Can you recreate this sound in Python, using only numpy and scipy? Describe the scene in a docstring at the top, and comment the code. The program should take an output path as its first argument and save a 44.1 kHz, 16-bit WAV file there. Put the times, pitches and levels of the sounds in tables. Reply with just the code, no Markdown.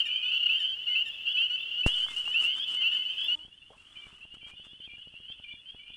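"""In a cattail marsh, spring peepers call, heard with a small camera from a parked pickup.
Each peep is a rising harmonic glide from a vocal sac; trills are runs of tiny peeps, and birds whistle and chip.
Hundreds of overlapping peeps with decaying echoes blur into a crowd; filtered noise makes hiss and follows the calls.
An electrical step clicks, shaped noise makes cloth strokes, and filtered pulses make handling knocks.
After a faint buzz begins, the chorus drops abruptly and is heard faintly inside the cab, among soft knocks."""
import sys
import numpy as np
from scipy import signal
from scipy.fft import rfft, irfft
from scipy.io import wavfile
from scipy.ndimage import uniform_filter1d

SR = 44100
rng = np.random.default_rng(int(sys.argv[2]) if len(sys.argv) > 2 else 0)


def store_pcm(level_fs):
    """Save levels as 16-bit WAV."""
    pcm = np.round(np.clip(level_fs, -1, 1) * 32767).astype(np.int16)
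    wavfile.write(sys.argv[1], SR, np.atleast_2d(pcm).T)


N = 262924
TIME = np.arange(N) / SR
CUT_S = 3.354  # the marsh gives way to the cab
PEEP_ARCH_HZ = 13.7  # peep glides flatten a little towards their end
# small frogs call higher, and each size sweeps at its own speed:
# (middle pitch [Hz], rise [Hz/s], overtone offset [dB])
FROG_SIZES = [(2740, 3750, -38.5), (2953, 3020, -29), (3018, 2435, -32.5), (3151, 3600, -30.5),
              (3354, 5700, -24), (3480, 4800, -33)]


def undb(db):
    """Logarithmic level: decibels become an amplitude ratio."""
    return 10 ** (np.asarray(db) / 20)


def unit(x):
    """Power normalization: scale to rms 1."""
    return x / np.sqrt(np.mean(x ** 2) + 1e-20)


def add(track, start_s, x):
    """Superposition: mix x into the track from start_s."""
    i = int(round(start_s * SR))
    x = x[max(-i, 0):max(N - i, 0)]
    track[max(i, 0):max(i, 0) + len(x)] += x


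def colour(x, points):
    """Linear filtering: weight the spectrum by (frequency [Hz], gain [dB]) points."""
    point_hz, gain_db = np.transpose(points)
    hz = np.maximum(np.fft.rfftfreq(len(x), 1 / SR), 1)
    gain = undb(np.interp(np.log(hz), np.log(point_hz), gain_db))
    return irfft(rfft(x) * gain, len(x))


def noise(points):
    """Broadband noise: filtered Gaussian samples scaled to rms 1."""
    return unit(colour(rng.standard_normal(N), points))


def ring(x, hz, width_hz):
    """Resonance: one mode passes a band around its natural frequency."""
    b, a = signal.iirpeak(min(hz, .45 * SR), hz / width_hz, fs=SR)
    return signal.lfilter(b, a, x)


def wander(t, rate_hz):
    """Random modulation: Gaussian values, rate_hz of them a second, joined by lines."""
    points = rng.standard_normal(int(t[-1] * rate_hz) + 2)
    return np.interp(t * rate_hz, np.arange(len(points)), points)


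def note(length_s, start_hz, end_hz, arch_hz, partials,
         edge_s=0.0049, waver_hz=10, shimmer_db=1.7, hook_hz=0):
    """Frequency modulation: a gliding harmonic tone of rms near 1, with an optional falling hook."""
    t = np.arange(int((length_s + edge_s / 2) * SR)) / SR
    u = t / length_s
    hz = start_hz + (end_hz - start_hz) * u + 4 * arch_hz * u * (1 - u)
    hz = hz + hook_hz * np.exp(-t / 0.0049) + waver_hz * wander(t, 260)
    phase = 2 * np.pi * np.cumsum(hz) / SR + 4 * np.pi * rng.random()
    edges = np.clip(np.minimum(t, t[-1] - t) / edge_s, 0, 1)
    swell = np.sin(np.pi / 2 * edges) ** 2
    tone = np.zeros(len(t))
    for multiple, db in partials:
        half = round(2 * multiple)
        flutter_db = 2.5 * wander(t, 320) if half != 2 else 0  # the main tone holds
        tone += undb(db + flutter_db) * np.sin(half / 2 * phase)
    return np.sqrt(2) * tone * swell * undb(shimmer_db * wander(t, 120))


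def frog(overtone_db):
    """Source and resonator: the sac rings at twice the cord rate, and cord harmonics leak past it."""
    # tone of the sac: (multiple of the whistled pitch, relative level [dB])
    sac = [(1, 0), (2, -51)]
    # harmonics of the vocal cords: (multiple of the whistled pitch, relative level [dB])
    cords = [(.5, -2), (1.5, -2), (2, -13.5), (2.5, -18.5), (3, -20), (4, -25), (4.5, -26)]
    return sac + [(multiple, db + overtone_db) for multiple, db in cords]


def peeps(overtone_spread_db=1.5):
    """Size scaling: each nearer frog's peep is one upward glide whose steepness follows its pitch."""
    # peeps that stand out of the chorus: (time [s], length [s], middle pitch before the arch [Hz], level [dB])
    calls = [(0, 0.01, 3056, -23), (0, 0.029, 2819, -28), (0.051, .13, 2970, -33.5),
             (0.224, 0.081, 2958, -31), (.243, .04, 3490, -46), (0.308, 0.077, 3230, -42.5),
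             (0.313, 0.063, 2948, -30), (.477, .11, 3000, -30), (.488, .077, 2734, -28),
             (0.599, 0.063, 3042, -29.5), (0.612, .13, 2998, -33.5), (.638, 0.073, 3162, -39.5),
             (0.738, .091, 2903, -40), (0.866, 0.08, 2928, -29), (0.917, 0.085, 2990, -34.5),
             (.95, 0.079, 2748, -28), (.954, 0.068, 2937, -32.5), (1.051, 0.059, 2750, -40),
             (1.111, 0.043, 3440, -45.5), (1.187, .06, 2706, -45), (1.252, 0.078, 2917, -33),
             (1.257, 0.074, 3233, -38), (1.267, 0.033, 2768, -29), (1.34, 0.1, 3015, -28.5),
             (1.357, 0.039, 3265, -38.5), (1.369, .1, 2786, -28), (1.496, 0.066, 2946, -29.5),
             (1.592, 0.043, 3476, -46), (1.627, 0.051, 3060, -43.5), (1.709, 0.063, 2780, -38),
             (1.782, 0.044, 2935, -31), (1.831, 0.081, 2768, -28), (1.887, 0.061, 3313, -38),
             (1.911, 0.044, 2990, -32), (1.938, 0.06, 3117, -36.5), (1.947, 0.11, 2997, -30.5),
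             (1.99, 0.065, 2929, -32.5), (2.069, 0.049, 3445, -44.5), (2.161, 0.058, 2903, -31.5),
             (2.252, 0.083, 2882, -33.5), (2.339, 0.088, 2783, -26.5), (2.356, 0.053, 2933, -27.5),
             (2.426, 0.12, 2987, -33), (2.434, 0.082, 2813, -28), (2.547, 0.096, 3153, -34.5),
             (2.557, 0.038, 3490, -46), (2.598, .049, 3347, -37.5), (2.734, 0.1, 2994, -31.5),
             (2.81, 0.078, 2927, -29.5), (2.835, 0.073, 2760, -28.5), (2.901, .075, 2966, -31),
             (2.956, .08, 2930, -33.5), (3.049, 0.07, 3019, -32), (3.177, .043, 3275, -36.5),
             (3.189, 0.0696, 3015, -37.5), (3.202, 0.075, 3333, -37.5), (3.28, .072, 2904, -27.5),
             (3.388, 0.078, 2970, -48), (3.431, 0.04, 3224, -50.5), (3.512, 0.042, 2860, -55),
             (3.575, 0.014, 3060, -52), (3.613, 0.09, 2810, -60.5), (3.776, 0.038, 2730, -55.5),
             (3.957, 0.05, 3050, -47.5), (4.014, 0.036, 2880, -49.5), (4.116, .063, 2860, -55.5),
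             (4.208, 0.059, 2735, -51), (4.301, 0.06, 2864, -49.5), (4.415, 0.076, 3150, -47.5),
             (4.56, 0.071, 2947, -51.5), (4.667, 0.066, 3320, -56.5), (4.69, 0.088, 2938, -55),
             (4.802, 0.068, 3125, -47), (4.813, 0.048, 2900, -52.5), (5.048, 0.048, 2900, -50),
             (5.136, 0.054, 2710, -52), (5.23, .045, 2900, -49.5), (5.281, 0.047, 3122, -42.5),
             (5.301, 0.041, 3410, -52.5), (5.48, 0.048, 2910, -47.5), (5.655, 0.056, 3116, -45),
             (5.754, 0.064, 2954, -52), (5.933, .034, 2857, -50.5)]
    out = np.zeros(N)
    pitches, rises, overtones = np.transpose(FROG_SIZES)
    for start_s, length_s, hz, db in calls:
        climb = np.interp(hz, pitches, rises) * length_s
        overtone_db = np.interp(hz, pitches, overtones) + overtone_spread_db * rng.standard_normal()
        peep = note(length_s, hz - climb / 2, hz + climb / 2, PEEP_ARCH_HZ, frog(overtone_db))
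        add(out, start_s, undb(db) * peep)
    return out


def neighbours(count=6, low_hz=2760, high_hz=3290, period_s=.46, drift_s=.035, length_s=.06, spread_db=2.5):
    """Near-periodic calling: frogs at middle distance repeat about twice a second, each near its own pitch."""
    out = np.zeros(N)
    pitches, rises, _ = np.transpose(FROG_SIZES)
    for own_hz in np.linspace(low_hz, high_hz, count):
        climb, first = np.interp(own_hz, pitches, rises) * length_s, rng.random()
        for k, (late, off, loud) in enumerate(rng.standard_normal(size=(16, 3))):
            hz = own_hz + 25 * off
            peep = note(length_s, hz - climb / 2, hz + climb / 2, PEEP_ARCH_HZ, frog(overtone_db=-29.5))
            start_s = (k + first - 1) * period_s + drift_s * late
            add(out, start_s, undb(spread_db * loud) * peep)
    return out


def scatter(x, t60_s, wet_db):
    """Reverberation: reeds, trees and the truck return a thin, exponentially decaying tail."""
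    t = np.arange(SR // 2) / SR
    decay = undb(-60 * t / t60_s)
    tail = rng.standard_normal(len(t)) * decay * (t > .006)  # first echo after 6 ms
    return undb(wet_db) * signal.fftconvolve(x, tail / np.linalg.norm(tail))[:N]


def crowd(count=560, spread_db=2.5):
    """Superposition and scattering: hundreds of peeps of varied pitch and level blur through the reeds."""
    out = np.zeros(N)
    for k, (when, pitch, span, rise) in enumerate(rng.random((count, 4))):
        hz = 2480 + 880 * pitch
        end_hz = hz + 110 + 160 * rise
        peep = note(.04 + 0.046 * span, hz, end_hz, 9.6, frog(overtone_db=-34.5))
        start_s = (k + when) / count * (N / SR + .1) - .1
        add(out, start_s, undb(spread_db * rng.standard_normal()) * peep)
    return undb(-7.5) * out + scatter(out, t60_s=.25, wet_db=1.5)


def following_noise(x, level_db):
    """Envelope modulation: faint noise, mostly around the peeps' pitch, rises and falls with the chorus."""
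    loudness = np.sqrt(np.abs(uniform_filter1d(x ** 2, size=500)))
    flutter = undb(3 * np.clip(wander(TIME, 110), -1.6, 1.6))
    skirt = noise([(200, -15.5), (1150, -16.5), (1500, -1.5), (1900, 0.5), (2500, 8), (3400, -2),
                   (3900, -4.5), (4500, 0.0), (5200, -25.5), (9000, -17.5), (12000, -36)])
    return undb(level_db) * loudness * flutter * skirt


def open_marsh(near, middle, far):
    """Spectral and level shaping: calls over the marsh, the farther ones swelling and ebbing."""
    # colour of the crowd over the marsh: (frequency [Hz], relative level [dB])
    crowd_colour = [(2400, -13), (2650, -7), (2850, -2), (3050, 2.5), (3200, -12), (3400, -14.5),
                    (3700, -13.5), (4300, -2), (6000, -5)]
    # swell of the farther frogs: (time [s], relative level [dB])
    swell = [(0.0, -31.5), (0.53, -32), (0.67, -37), (1.09, -37.5), (1.93, -36), (2.04, -40), (2.25, -39),
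             (2.39, -33), (2.81, -34), (2.94, -34), (3.19, -34), (3.25, -36)]
    chorus = undb(-5.0) * unit(colour(far, crowd_colour)) + undb(-6.5) * colour(middle, crowd_colour)
    return near + chorus * undb(np.interp(TIME, *np.transpose(swell)))


def heard_outside(marsh):
    """Superposition: direct calls, echoes and a faint noise that follows them add to a steady hiss."""
    # still air and microphone hiss: (frequency [Hz], relative level [dB])
    air = [(25, 0), (90, 1), (200, -5), (500, -4), (1000, -8.5), (2000, -3), (4000, -8.5), (8000, -20.5),
           (15000, -25)]
    hiss = undb(-61) * noise(air)
    echoes = scatter(marsh, t60_s=0.45, wet_db=-12.0)
    return marsh + echoes + following_noise(marsh, level_db=-29.5) + hiss


def birds():
    """Frequency glides: whistles, some steady, some hooked and quavering, and short bright chips."""
    # low whistles: (nominal time [s], length [s], start [Hz], end [Hz], arch [Hz],
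    # level before the partials' gain [dB], quaver [0-1])
    whistles = [(0.883, 0.084, 2176, 2103, -42, -56.5, 0.14), (2.076, 0.063, 2170, 2097, -15, -59, 0.1),
                (2.47, 0.076, 2160, 2210, -42, -63, 0.3), (2.77, 0.066, 2150, 2107, -34, -58, 0.2),
                (2.957, 0.092, 2180, 2096, -21, -65.5, 0.3), (3.956, .12, 2390, 2350, -13, -63.5, 0.96),
                (4.41, 0.14, 2360, 2480, -53, -64, 1), (4.87, 0.092, 2446, 2390, -40, -59.5, 0.87),
                (5.442, 0.12, 2364, 2378, 3, -57.5, 0.92), (5.79, 0.19, 2260, 2450, 47, -65, 0.9)]
    # sharp falling chips: (time [s], length [s], start [Hz], end [Hz], arch [Hz],
    # level before the partials' gain [dB])
    chips = [(0.052, 0.037, 1890, 1714, -10, -56.5), (0.591, 0.043, 1858, 1713, 9, -57),
             (1.053, 0.04, 1864, 1750, -10, -58), (2.321, 0.037, 1857, 1756, -11, -58),
             (2.913, 0.041, 1830, 1754, 9, -57), (3.535, 0.018, 1790, 1690, 2, -73),
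             (4.978, 0.017, 1730, 1650, -2, -73), (5.564, 0.02, 1820, 1770, 6, -78)]
    # partials of either voice: (multiple of the whistled pitch, gain [dB])
    whistle_tone = [(1, 7.5), (2, -43)]
    chip_tone = [(1, 1.5), (2, 4.5), (3, -9.5), (4, -8.5), (5, -14.5), (6, -15.5)]
    out = np.zeros(N)
    for start_s, *glide, db, quaver in whistles:
        whistle = note(*glide, whistle_tone, edge_s=0.0076, waver_hz=32 * quaver,
                       shimmer_db=4.4 * quaver, hook_hz=240 * quaver)
        add(out, start_s - .002, undb(db) * whistle)
    for start_s, *glide, db in chips:
        add(out, start_s, undb(db) * note(*glide, chip_tone))
    return out


def trills(slowing=.15, pulse_s=.016, lead_s=.003):
    """Pulse train: tiny peeps slow, climb and grow as the sac fills."""
    # trilling frogs: (nominal time [s], first to last pulse [s], pulses [count], start [Hz], end [Hz],
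    # start level [dB], end level [dB])
    runs = [(.06, .399, 16, 2416, 2866, -42.5, -23.5), (1.531, 0.24, 10, 2688, 2880, -39.5, -31.5),
            (3.086, .25, 10, 2603, 2766, -44, -41)]
    out = np.zeros(N)
    for start_s, length_s, count, start_hz, end_hz, start_db, end_db in runs:
        for u in np.linspace(0, 1, int(round(count))):
            effort = np.sin(np.pi / 2 * u ** 1.6) ** 2
            hz = start_hz + (end_hz - start_hz) * effort
            db = start_db + (end_db - start_db) * u ** 1.7
            pulse = note(pulse_s, hz - 20, hz + 20, 0, frog(overtone_db=-31.0))
            pulse_start_s = start_s - lead_s + length_s * u * (1 - slowing * (1 - u))
            add(out, pulse_start_s, undb(db) * pulse)
    return out


def click(start_s=1.8632, gain=0.36, rise_s=0.00011, decay_s=0.0029, rebound=0.015, rebound_s=0.24,
          crack_db=-33, crack_s=0.035):
    """Transient response: an electrical step drops, leaks away, rebounds slowly and leaves a short hiss."""
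    out, t = np.zeros(N), np.arange(SR) / SR
    leak = rebound * np.exp(-t / rebound_s) - np.exp(-t / decay_s)
    step = (1 - np.exp(-t / rise_s)) ** 2 * leak
    hiss = noise([(300, -2), (800, -2.0), (1500, 6.5), (5000, -5.5), (10500, -5.0), (11600, -31)])[:SR]
    add(out, start_s, gain * (step + undb(crack_db) * hiss * np.exp(-t / crack_s)))
    return out


def rustle(swish_db=1.0, body_db=5.5, grain_db=2.5):
    """Friction noise: each cloth stroke follows a bell curve, a bright swish over a duller body."""
    # clothing near the camera: (middle [s], full width at 1/e [s], relative swish level [dB],
    # relative body-to-swish level [dB])
    strokes = [(1.875, 0.023, -44.5, -5.5), (1.992, 0.16, -57.5, -6.5), (2.11, 0.062, -57.5, -0.5),
               (2.178, 0.089, -56.5, -8), (2.288, 0.094, -59, -2), (2.436, 0.082, -52.5, -2.5),
               (2.581, 0.062, -58.5, 1), (2.726, 0.094, -57, -1.5), (2.819, 0.043, -73.5, 14),
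               (2.958, 0.096, -69, 5.5), (3.22, 0.38, -68.5, -2.5), (3.814, 0.24, -75, 1),
               (4.07, 0.31, -71.5, 4), (4.348, 0.017, -68.5, 1), (4.492, .045, -66, 4),
               (4.659, .035, -69, 2)]
    # colours of the swish and of the body: (frequency [Hz], relative level [dB])
    swish_colour = [(2000, -12), (3500, -3.5), (5500, -3), (6500, -5), (7800, -1), (10300, -8.5),
                    (11200, -18.5), (12500, -41.5)]
    body_colour = [(60, -9), (320, -1), (500, -8), (750, -8.5), (1300, 3.5), (1800, -4.5), (3000, 1.5),
                   (6000, -35.5)]
    swish, body = np.zeros(N), np.zeros(N)
    for middle_s, length_s, db, rel_db in strokes:
        stroke = undb(db) * np.exp(-(2 * (TIME - middle_s) / length_s) ** 2)
        swish += stroke
        body += undb(rel_db) * stroke
    bright = undb(swish_db) * swish * noise(swish_colour)
    dull = undb(body_db) * body * noise(body_colour)
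    return (bright + dull) * undb(grain_db * wander(TIME, 200))


def handling(push_s=0.0033, knock_db=-2.0, rattle_db=-11, case_hz=1300,
             thump_hz=210, thump_s=0.0028, thump_db=-5, lead_s=0.00358):
    """Impulse excitation: fingers push and release the case, and small things tick and creak."""
    # soft knocks of fingers on the camera body: (nominal time [s], relative level [dB])
    knocks = [(3.444, -50.5), (3.476, -54), (3.699, -54.5), (3.761, -55), (3.963, -54), (4.062, -49),
              (4.123, -51), (4.246, -51), (4.335, -49.5), (4.363, -52), (4.425, -51.5), (4.46, -52.5),
              (4.531, -51), (4.592, -51.5), (4.662, -51), (4.727, -51.5), (4.795, -52), (4.871, -50.5),
              (4.93, -52.5), (4.976, -55.5), (5.067, -48), (5.134, -51), (5.196, -51), (5.295, -49),
              (5.393, -48.5), (5.533, -49), (5.741, -48), (5.897, -51)]
    # small dry ticks and creaks, each through two equal resonances:
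    # (time [s], peak [dB], centre [Hz], width of either resonance [Hz], decay of the excitation [s])
    ticks = [(2.065, -39, 910, 900, 0.0008), (2.085, -34, 1090, 1400, 0.001),
             (2.277, -35, 1070, 900, 0.0038), (3.244, -44, 12000, 3540, 0.0011),
             (3.703, -47, 603, 360, 0.017), (3.732, -50, 940, 423, 0.014),
             (4.104, -46.5, 1280, 1200, 0.0029)]
    out, t = np.zeros(N), np.arange(SR // 10) / SR
    case = signal.butter(2, case_hz, fs=SR)
    after = np.maximum(t - .01, 0)  # the release comes 10 ms in
    for start_s, db in knocks:
        u = (t - .01) / (push_s * rng.uniform(.7, 1.4))
        push = np.sign(u) * np.exp(-np.abs(u))  # strain builds up, then snaps over
        rattle = unit(ring(rng.standard_normal(len(t)), 420, 770)) * np.exp(-np.abs(u) / 1.8)
        thump = np.sin(2 * np.pi * thump_hz * after) * np.exp(-after / thump_s)
        knock = signal.lfilter(*case, push + undb(thump_db) * thump + undb(rattle_db) * rattle)
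        add(out, start_s - lead_s, undb(db + knock_db) * knock)
    for start_s, db, hz, width_hz, decay_s in ticks:
        burst = rng.standard_normal(len(t)) * np.exp(-t / decay_s)
        tick = ring(ring(burst, hz, width_hz), hz, width_hz)
        add(out, start_s, undb(db) * tick / np.abs(tick).max())
    return out


def buzz(hz=311, start_s=3.2, length_s=0.23, db=-69):
    """Harmonic synthesis: four unsteady partials make a faint, brief buzz."""
    out = np.zeros(N)
    partials = [(1, 0), (2, -6.5), (3, -1), (4, -6.5)]
    tone = note(length_s, hz, hz, 0, partials, edge_s=0.045, waver_hz=11.2, shimmer_db=3)
    add(out, start_s, undb(db) * tone)
    return out


def inside_cab(near, middle, far):
    """Filtering and random level modulation: faint calls with an uneven, fluttering level; from the scene
    change on, little sounds above 11 kHz."""
    # colour of the crowd inside the cab: (frequency [Hz], relative level [dB])
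    crowd_colour = [(1500, 3), (2450, -11), (2650, -9), (2850, 1), (3050, -2), (3200, -6.5), (3430, -1),
                    (3700, -6), (4400, -19), (6000, -19), (12000, -26)]
    # swell of the farther frogs: (time [s], relative level [dB])
    swell = [(3.38, -56.5), (3.46, -62), (3.8, -60.5), (4.64, -53), (4.83, -54.5), (5.1, -54),
             (5.31, -51.5), (5.95, -52.5)]
    # top cut of the calls: (frequency [Hz], gain [dB])
    top_cut = [(3000, 0), (6000, -3), (10000, -3), (12000, -22.5)]
    # still air and microphone hiss: (frequency [Hz], relative level [dB])
    air = [(25, 2), (100, -2.5), (300, -10.5), (700, -19.5), (1300, -18), (1900, -16), (4000, -21),
           (7500, -29), (8300, -26), (8700, -17), (9100, -30), (10800, -25), (11500, -55)]
    chorus = undb(-1.5) * unit(colour(far, crowd_colour)) + undb(-1.6) * colour(middle, crowd_colour)
    calls = near * (TIME > CUT_S + .02) + chorus * undb(np.interp(TIME, *np.transpose(swell)))
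    calls = colour(calls, top_cut) * undb(2.36 * wander(TIME, 170))
    hiss = undb(-68) * noise(air)
    echoes = scatter(calls, t60_s=0.22, wet_db=-17.5)
    return calls + echoes + following_noise(calls, level_db=-24.5) + hiss


def scene():
    """Mid-side superposition: the open marsh, then the cab; echoes give the marsh a slight width."""
    outside = np.clip((CUT_S - TIME) / .002, 0, 1)
    near, middle, far = peeps() + trills() + birds(), neighbours(), crowd()
    marsh = open_marsh(near * outside, middle, far)
    places = outside * heard_outside(marsh) + (1 - outside) * inside_cab(near, middle, far)
    mid = places + click() + handling() + rustle() + buzz()
    side = outside * (scatter(marsh, t60_s=.05, wet_db=-13.5) + .025 * marsh)
    return np.array([mid + side, mid - side])


def record(dry):
    """Band limiting: the camera's steep elliptic low-pass removes the top above 15.7 kHz."""
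    low_pass = signal.ellip(8, .2, 70, 15700, fs=SR, output="sos")
    return signal.sosfilt(low_pass, dry)


dry = scene()
out = record(dry)
store_pcm(out)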